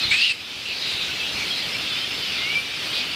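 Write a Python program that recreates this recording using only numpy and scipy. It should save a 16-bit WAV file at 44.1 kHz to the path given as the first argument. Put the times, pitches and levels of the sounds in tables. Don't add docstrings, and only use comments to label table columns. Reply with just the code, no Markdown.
import sys
import numpy as np
from scipy import signal
from scipy.io import wavfile
from scipy.ndimage import uniform_filter1d

SR = 44100
rng = np.random.default_rng(int(sys.argv[2]) if len(sys.argv) > 2 else 0)


def inscribe(sig):
    pcm = np.round(np.clip(np.atleast_2d(sig).T, -1, 1) * 32767)
    wavfile.write(sys.argv[1], SR, pcm.astype(np.int16))


def to_linear_factor(level_db):
    exponent = np.asarray(level_db, float) / 20
    return 10 ** exponent


N = 138915
ATTACK_S, RELEASE_S = .006, .006
SQUEAL_WOBBLE_HZ, SQUEAL_ROUGH = 45, (.1, .12)
RASP_WIDTH_HZ = 400


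def rms_one(x):
    return x / np.sqrt(np.mean(np.abs(x) ** 2) + 1e-20)


def at_hz(spectrum, hz):
    points = np.array(spectrum)
    return np.interp(np.log(hz), np.log(points[:, 0]), points[:, 1])


def lowpass(x, hz):
    r = np.exp(-2 * np.pi * hz / SR)
    return signal.lfilter([(1 - r) ** 2], [1, -2 * r, r * r], x)


def band(x, low, high, order=2):
    return signal.sosfilt(signal.butter(order, [low, high], "band", fs=SR, output="sos"), x)


def drift(rate, count):
    r = np.exp(-32 * np.pi * rate / SR)
    white = rng.standard_normal((count, N // 16 + 3001))
    slow = rms_one(signal.lfilter([1], [1, -2 * r, r * r], white)[:, 3000:])
    return np.repeat(slow, 16, axis=1)[:, :N]


def voice(hz, wobble_hz, rough, multiple=1):
    rough = np.clip(rough, 0, 1)
    white = [1, 1j] @ rng.standard_normal((2, len(hz) + 4000))
    low = signal.butter(2, wobble_hz, fs=SR, output="sos")
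    flutter = rms_one(signal.sosfilt(low, white))[-len(hz):]
    carrier = np.exp(2j * np.pi * multiple * np.cumsum(hz) / SR)
    return np.sqrt(2) * np.real((np.sqrt(1 - rough) + np.sqrt(rough) * flutter) * carrier)


def shape(t, length, attack):
    return np.clip(t / attack, 0, 1) * np.exp(-np.clip(t - length, 0, None) / RELEASE_S)


def tracked(rows, wobble_hz, rough, partials=()):
    s, pitch, db = np.transpose(rows)
    t = np.arange(N) / SR
    hz = np.interp(t, s, pitch)
    tone = voice(hz, wobble_hz, np.interp(t, s[[0, -1]], rough))
    for thirds, partial_db, flutter_hz in partials:
        tone = tone + to_linear_factor(partial_db) * voice(hz, flutter_hz, 0.99, multiple=np.round(thirds) / 3)
    return tone * to_linear_factor(np.interp(t, s, db)) * shape(t - s[0], s[-1] - s[0], ATTACK_S)


def calls(rows, wobble_hz, rough, attack):
    t = np.arange(SR // 3) / SR
    out = np.zeros(N + 2 * SR)
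    for s, length, first, last, db in rows:
        i = int((1 + s) * SR)
        hz = np.interp(t, [0, length], [first, last])
        out[i:i + len(t)] += to_linear_factor(db) * shape(t, length, attack) * voice(hz, wobble_hz, rough)
    return out[SR:SR + N]


def coloured(spectrum, patchy_db, together_db):
    lowest, highest = spectrum[0][0], spectrum[-1][0]
    edges = lowest * .8 * 2 ** np.arange(0, np.log2(highest / lowest) + .5, 1 / 3)
    white = rng.standard_normal((2, N))
    own, shared = drift(9, count=40), drift(8, count=1)[0]
    out = np.zeros(N)
    for k, (low, high) in enumerate(zip(edges, edges[1:])):
        db = at_hz(spectrum, np.sqrt(low * high)) + patchy_db * own[k] + together_db * shared
        out += to_linear_factor(db) * band(white[k % 2], low, min(high, .45 * SR))
    return rms_one(out)


# time in seconds, pitch in Hz, level in dB.
SCREECH = [(.107, 2180, -27), (.12, 2290, -21), (.147, 2500, -21.5), (.17, 2570, -26), (.215, 2680, -21),
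           (.255, 2880, -21), (.285, 2780, -23), (.308, 2700, -19.5), (.322, 2600, -23)]
# multiple in thirds of the pitch, level in dB, flutter in Hz.
SCREECH_PARTIALS = [
    (3, -4.5, 420),
    (4, -8, 550),
    (5, -9, 600),
]


def screech():
    return to_linear_factor(4.5) * tracked(SCREECH, wobble_hz=110, rough=(.2, .7), partials=SCREECH_PARTIALS)


# start in seconds, length in seconds, first and last pitch in Hz,
# level in dB.
OVERTONES = [(.1, .09, 7800, 8000, -38.5), (.19, .09, 8500, 8950, -42.5), (.1, .22, 6600, 6900, -42),
             (.12, .14, 11000, 11200, -51), (.288, .035, 8250, 8300, -35.5), (.28, .07, 11000, 10100, -50),
             (.17, .1, 13300, 13300, -53)]


def screech_overtones():
    return calls(OVERTONES, RASP_WIDTH_HZ, 1, ATTACK_S)


# time in seconds, pitch in Hz, level in dB.
SQUEAL = [(2.378, 2110, -33), (2.44, 2115, -30), (2.475, 2210, -33), (2.526, 2300, -26), (2.534, 2310, -40),
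          (2.545, 2320, -38), (2.556, 2340, -19), (2.594, 2345, -25), (2.612, 2340, -37)]


def squeal():
    return tracked(SQUEAL, SQUEAL_WOBBLE_HZ, SQUEAL_ROUGH)


# time in seconds, pitch in Hz, level in dB.
SWOOP = [
    (1.865, 3500, -38),
    (1.885, 3660, -35),
    (1.945, 3430, -33),
    (1.967, 3589, -36),
    (1.99, 3680, -32),
]


def swoop():
    return tracked(SWOOP, SQUEAL_WOBBLE_HZ, SQUEAL_ROUGH)


# start in seconds, length in seconds, first and last pitch in Hz, level in dB.
SQUEAKS = [(.077, 0.013, 3680, 3680, -24), (.095, .03, 3720, 3700, -29.5), (.03, .025, 4150, 4100, -27.5),
           (.095, .025, 4330, 4330, -29), (.005, .025, 2580, 2560, -30.5), (.02, 0.041, 2200, 2150, -35.5),
           (.115, 0.23, 1730, 2120, -37.5), (.205, 0.022, 4620, 4600, -20.5), (.35, 0.084, 2500, 2500, -39),
           (1.085, .02, 1510, 1496, -35), (1.175, 0.078, 2653, 2610, -32), (1.37, 0.076, 2380, 2248, -35),
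           (1.5, 0.054, 3270, 3280, -29.5), (1.725, 0.045, 5500, 5150, -39), (2.1, .04, 2750, 2760, -35),
           (1.92, .08, 3050, 3000, -35.5), (1.74, 0.014, 2370, 2350, -28), (1.81, .03, 5700, 4600, -40),
           (1.36, .05, 2950, 2400, -34), (2.01, 0.0385, 3040, 3200, -32.5),
           (2.03, 0.014, 2600, 2600, -31.5), (2.2, 0.075, 3087, 3010, -33), (2.42, 0.045, 2920, 2770, -33),
           (2.48, 0.064, 2800, 2930, -31.5), (2.335, 0.053, 3620, 3780, -38.5), (2.9, .15, 3170, 3170, -40),
           (2.64, 0.11, 2340, 2330, -36), (2.83, 0.02, 3200, 3170, -32), (2.885, .03, 2950, 2900, -32),
           (2.925, .1, 2470, 2500, -34), (1.23, 0.047, 2600, 2900, -36)]
# start in seconds, length in seconds, first and last pitch in Hz, level in dB.
PEEPS = [(2.58, 0.037, 9500, 8900, -49.5), (2.585, .04, 12600, 12000, -56), (2.635, 0.013, 9600, 9500, -52),
         (2.845, .012, 8800, 8700, -47), (2.895, .015, 8400, 8200, -47), (1.96, .04, 14700, 14500, -57),
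         (2.215, .07, 12700, 12700, -58)]


def squeaks():
    return calls(SQUEAKS + PEEPS, wobble_hz=60, rough=.3, attack=ATTACK_S)


# start in seconds, length in seconds, first and last pitch in Hz, level in dB.
RASPS = [(-.05, 0.14, 4100, 3930, -30), (0.07, 0.083, 3880, 4320, -29.5), (0.155, 0.1, 4950, 4150, -23),
         (0.18, 0.13, 3850, 3800, -24), (.27, 0.049, 4500, 4750, -25), (0.65, 0.23, 4190, 4200, -32),
         (1.4, 0.17, 4530, 4670, -37.5), (2.2, .17, 2700, 3020, -42), (2, 0.17, 3200, 3100, -44),
         (2.72, .15, 3120, 3600, -41), (2.92, 0.1, 3450, 3700, -28.5), (2.91, .11, 4300, 4700, -33),
         (2.93, .11, 2900, 2800, -34)]


def rasps():
    return calls(RASPS, RASP_WIDTH_HZ, 1, attack=.035)


# start in seconds, length in seconds, first and last pitch
# in Hz, level in dB.
CROAKS = [(-.03, .12, 2590, 2500, -38), (.02, .11, 3740, 3650, -30.5), (.22, .06, 4040, 3900, -32),
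          (.53, 0.092, 2680, 2740, -37), (.65, 0.084, 2760, 2616, -29), (.81, .24, 3900, 3800, -30),
          (1.35, 0.096, 2400, 2250, -35), (1.52, 0.093, 4080, 3910, -31), (1.62, 0.045, 3300, 3490, -32.5),
          (1.72, 0.088, 2820, 2910, -35.5), (2.39, 0.21, 1394, 1353, -46), (2.85, .12, 1450, 1405, -44),
          (2.22, 0.145, 4700, 4820, -38), (2.5, 0.031, 5210, 5200, -46), (.238, 0.032, 3250, 3050, -22),
          (1.2, .1, 3310, 3010, -32.5), (3.06, .09, 3040, 2894, -37)]


def croaks():
    return calls(CROAKS, wobble_hz=200, rough=1, attack=ATTACK_S)


def uneven_throat(harsh):
    pulses_per_s = 300 * (1 + 0.2004 * drift(40.3, count=1)[0])
    chop = 1 + .25 * np.sin(2 * np.pi * np.cumsum(pulses_per_s) / SR)
    return chop * harsh


def trees(x):
    out = x.copy()
    for delay_s, db in zip((.017, .031, .052, .083), (-15, -18, -22, -26)):
        out += to_linear_factor(db) * np.pad(x, (int(delay_s * SR), 0))[:N]
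    return out


# frequency in Hz, level in dB per Hz.
CHATTER = [(760, -41), (1300, -9), (1950, -12.5), (2310, -2), (3430, -2), (4600, -6.5), (4980, -4),
           (6150, -23.5), (9000, -23), (11700, -55), (19800, -120)]


def chatter():
    throats_db, blur_db = -31.5, -30
    calls_per_s, swing_db, glide = 6.6, 3.2, .07
    pitch = np.geomspace(1700, 7000, 30)[:, None] * np.exp(glide * drift(4, count=30))
    swing = swing_db * np.clip(drift(calls_per_s, count=30), -3, 1.8)
    effort = to_linear_factor(swing + at_hz(CHATTER, pitch)) * np.sqrt(pitch)
    throats = sum(gain * voice(hz, 117, 0.52) for hz, gain in zip(pitch, effort))
    blur = coloured(CHATTER, patchy_db=2.0, together_db=0.64)
    return to_linear_factor(throats_db) * rms_one(throats) + to_linear_factor(blur_db) * blur


# start in seconds, length in seconds, level in dB.
WINGBEATS = [(.0, .05, -54), (.2, .16, -49), (1.0, .05, -54), (1.198, .02, -54), (1.4, .22, -51),
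             (1.955, .06, -52), (2.215, .03, -55), (2.26, .05, -52), (2.89, .03, -53), (2.93, 0.074, -52)]


def wings():
    low_hz, top_hz = 6000, 14000
    snap_s, snap_db = 2.952, -36
    t = np.arange(N) / SR
    sweep = np.zeros(N)
    for s, length, db in WINGBEATS:
        sweep += to_linear_factor(db) * np.exp(-(2 * (t - s - length / 2) / length) ** 2)
    snap = to_linear_factor(snap_db) * (t > snap_s) * np.exp(-np.abs(t - snap_s) / .0015)
    high = signal.butter(2, low_hz, "high", fs=SR, output="sos")
    white = rng.standard_normal(N)
    rustle = rms_one(signal.sosfilt(high, lowpass(white, top_hz)))
    crack = rms_one(signal.sosfilt(high, lowpass(white, 5000)))
    return sweep * rustle + snap * crack


# time in seconds, level in dB.
BUMPS = [(0.056, -30), (0.084, -31.5), (0.113, -31), (0.306, -32.5), (0.948, -36), (1.03, -43),
         (1.348, -41), (1.42, -56), (1.661, -43), (3.001, -48)]


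def wind():
    bump_s, bump_hz = 0.0047, 102
    t = np.arange(N) / SR
    push = np.zeros(N)
    for s, db in BUMPS:
        push += to_linear_factor(db + 2) * np.exp(-((t - s) / bump_s) ** 2) * np.sin(2 * np.pi * bump_hz * (t - s))
    gusts = to_linear_factor(4.8 * drift(9.3, count=1)[0])
    rumble = rms_one(band(rng.standard_normal(N), 45, 246))
    return push + to_linear_factor(-56.5) * gusts * rumble


# frequency in Hz, level in dB per Hz.
AIR = [(25, -28), (60, -6.5), (120, -0.5), (300, -1), (900, -6), (2000, -10), (6000, -19.5), (16000, -23.5)]


def air():
    return to_linear_factor(-38.5) * coloured(AIR, patchy_db=0.2, together_db=0.86)


# time in seconds, low and high edge in Hz, level in dB.
UNLIKE = [(.82, 11700, 13200, -62), (1.33, 4600, 6300, -42), (1.33, 14500, 16000, -66),
          (1.495, 7500, 9000, -54), (1.495, 11000, 13200, -61), (1.588, 10300, 11800, -60),
          (2.355, 6300, 9000, -53), (2.355, 11000, 13200, -61)]


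def unlike_hiss():
    t = np.arange(N) / SR
    side = np.zeros(N)
    for s, low, high, db in UNLIKE:
        burst = np.clip(3 - np.abs(t - s) / .006, 0, 1)
        side += to_linear_factor(db) * burst * rms_one(band(rng.standard_normal(N), low, high, order=6))
    return side * [[1], [-1]]


def scene():
    clear = screech() + squeal() + swoop() + squeaks()
    harsh = uneven_throat(rasps() + screech_overtones() + croaks())
    far = chatter() + wings() + wind() + air()
    mono = trees(clear + harsh) + far
    return np.array([mono, mono])


def band_limit(x):
    return signal.sosfilt(signal.butter(12, 16050, fs=SR, output="sos"), x)


def record(dry):
    duck_from_db, duck_share = -24.5, 0.68
    attack_s, recover_db_per_s = .09, 15.5
    level = 10 * np.log10(uniform_filter1d(dry[0] ** 2, size=1500) + 1e-12)
    excess = np.clip(level - duck_from_db, 0, None) * duck_share
    ramp = recover_db_per_s * np.arange(N) / SR
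    held = np.maximum.accumulate(excess + ramp) - ramp
    ducked = dry * to_linear_factor(-lowpass(held, 1 / (np.pi * attack_s)))
    top_cut = signal.cheby2(20, 60, 15950, fs=SR, output="sos")
    mix = signal.sosfilt(top_cut, ducked + unlike_hiss())
    return band_limit(mix)


dry = scene()
out = record(dry)
inscribe(out)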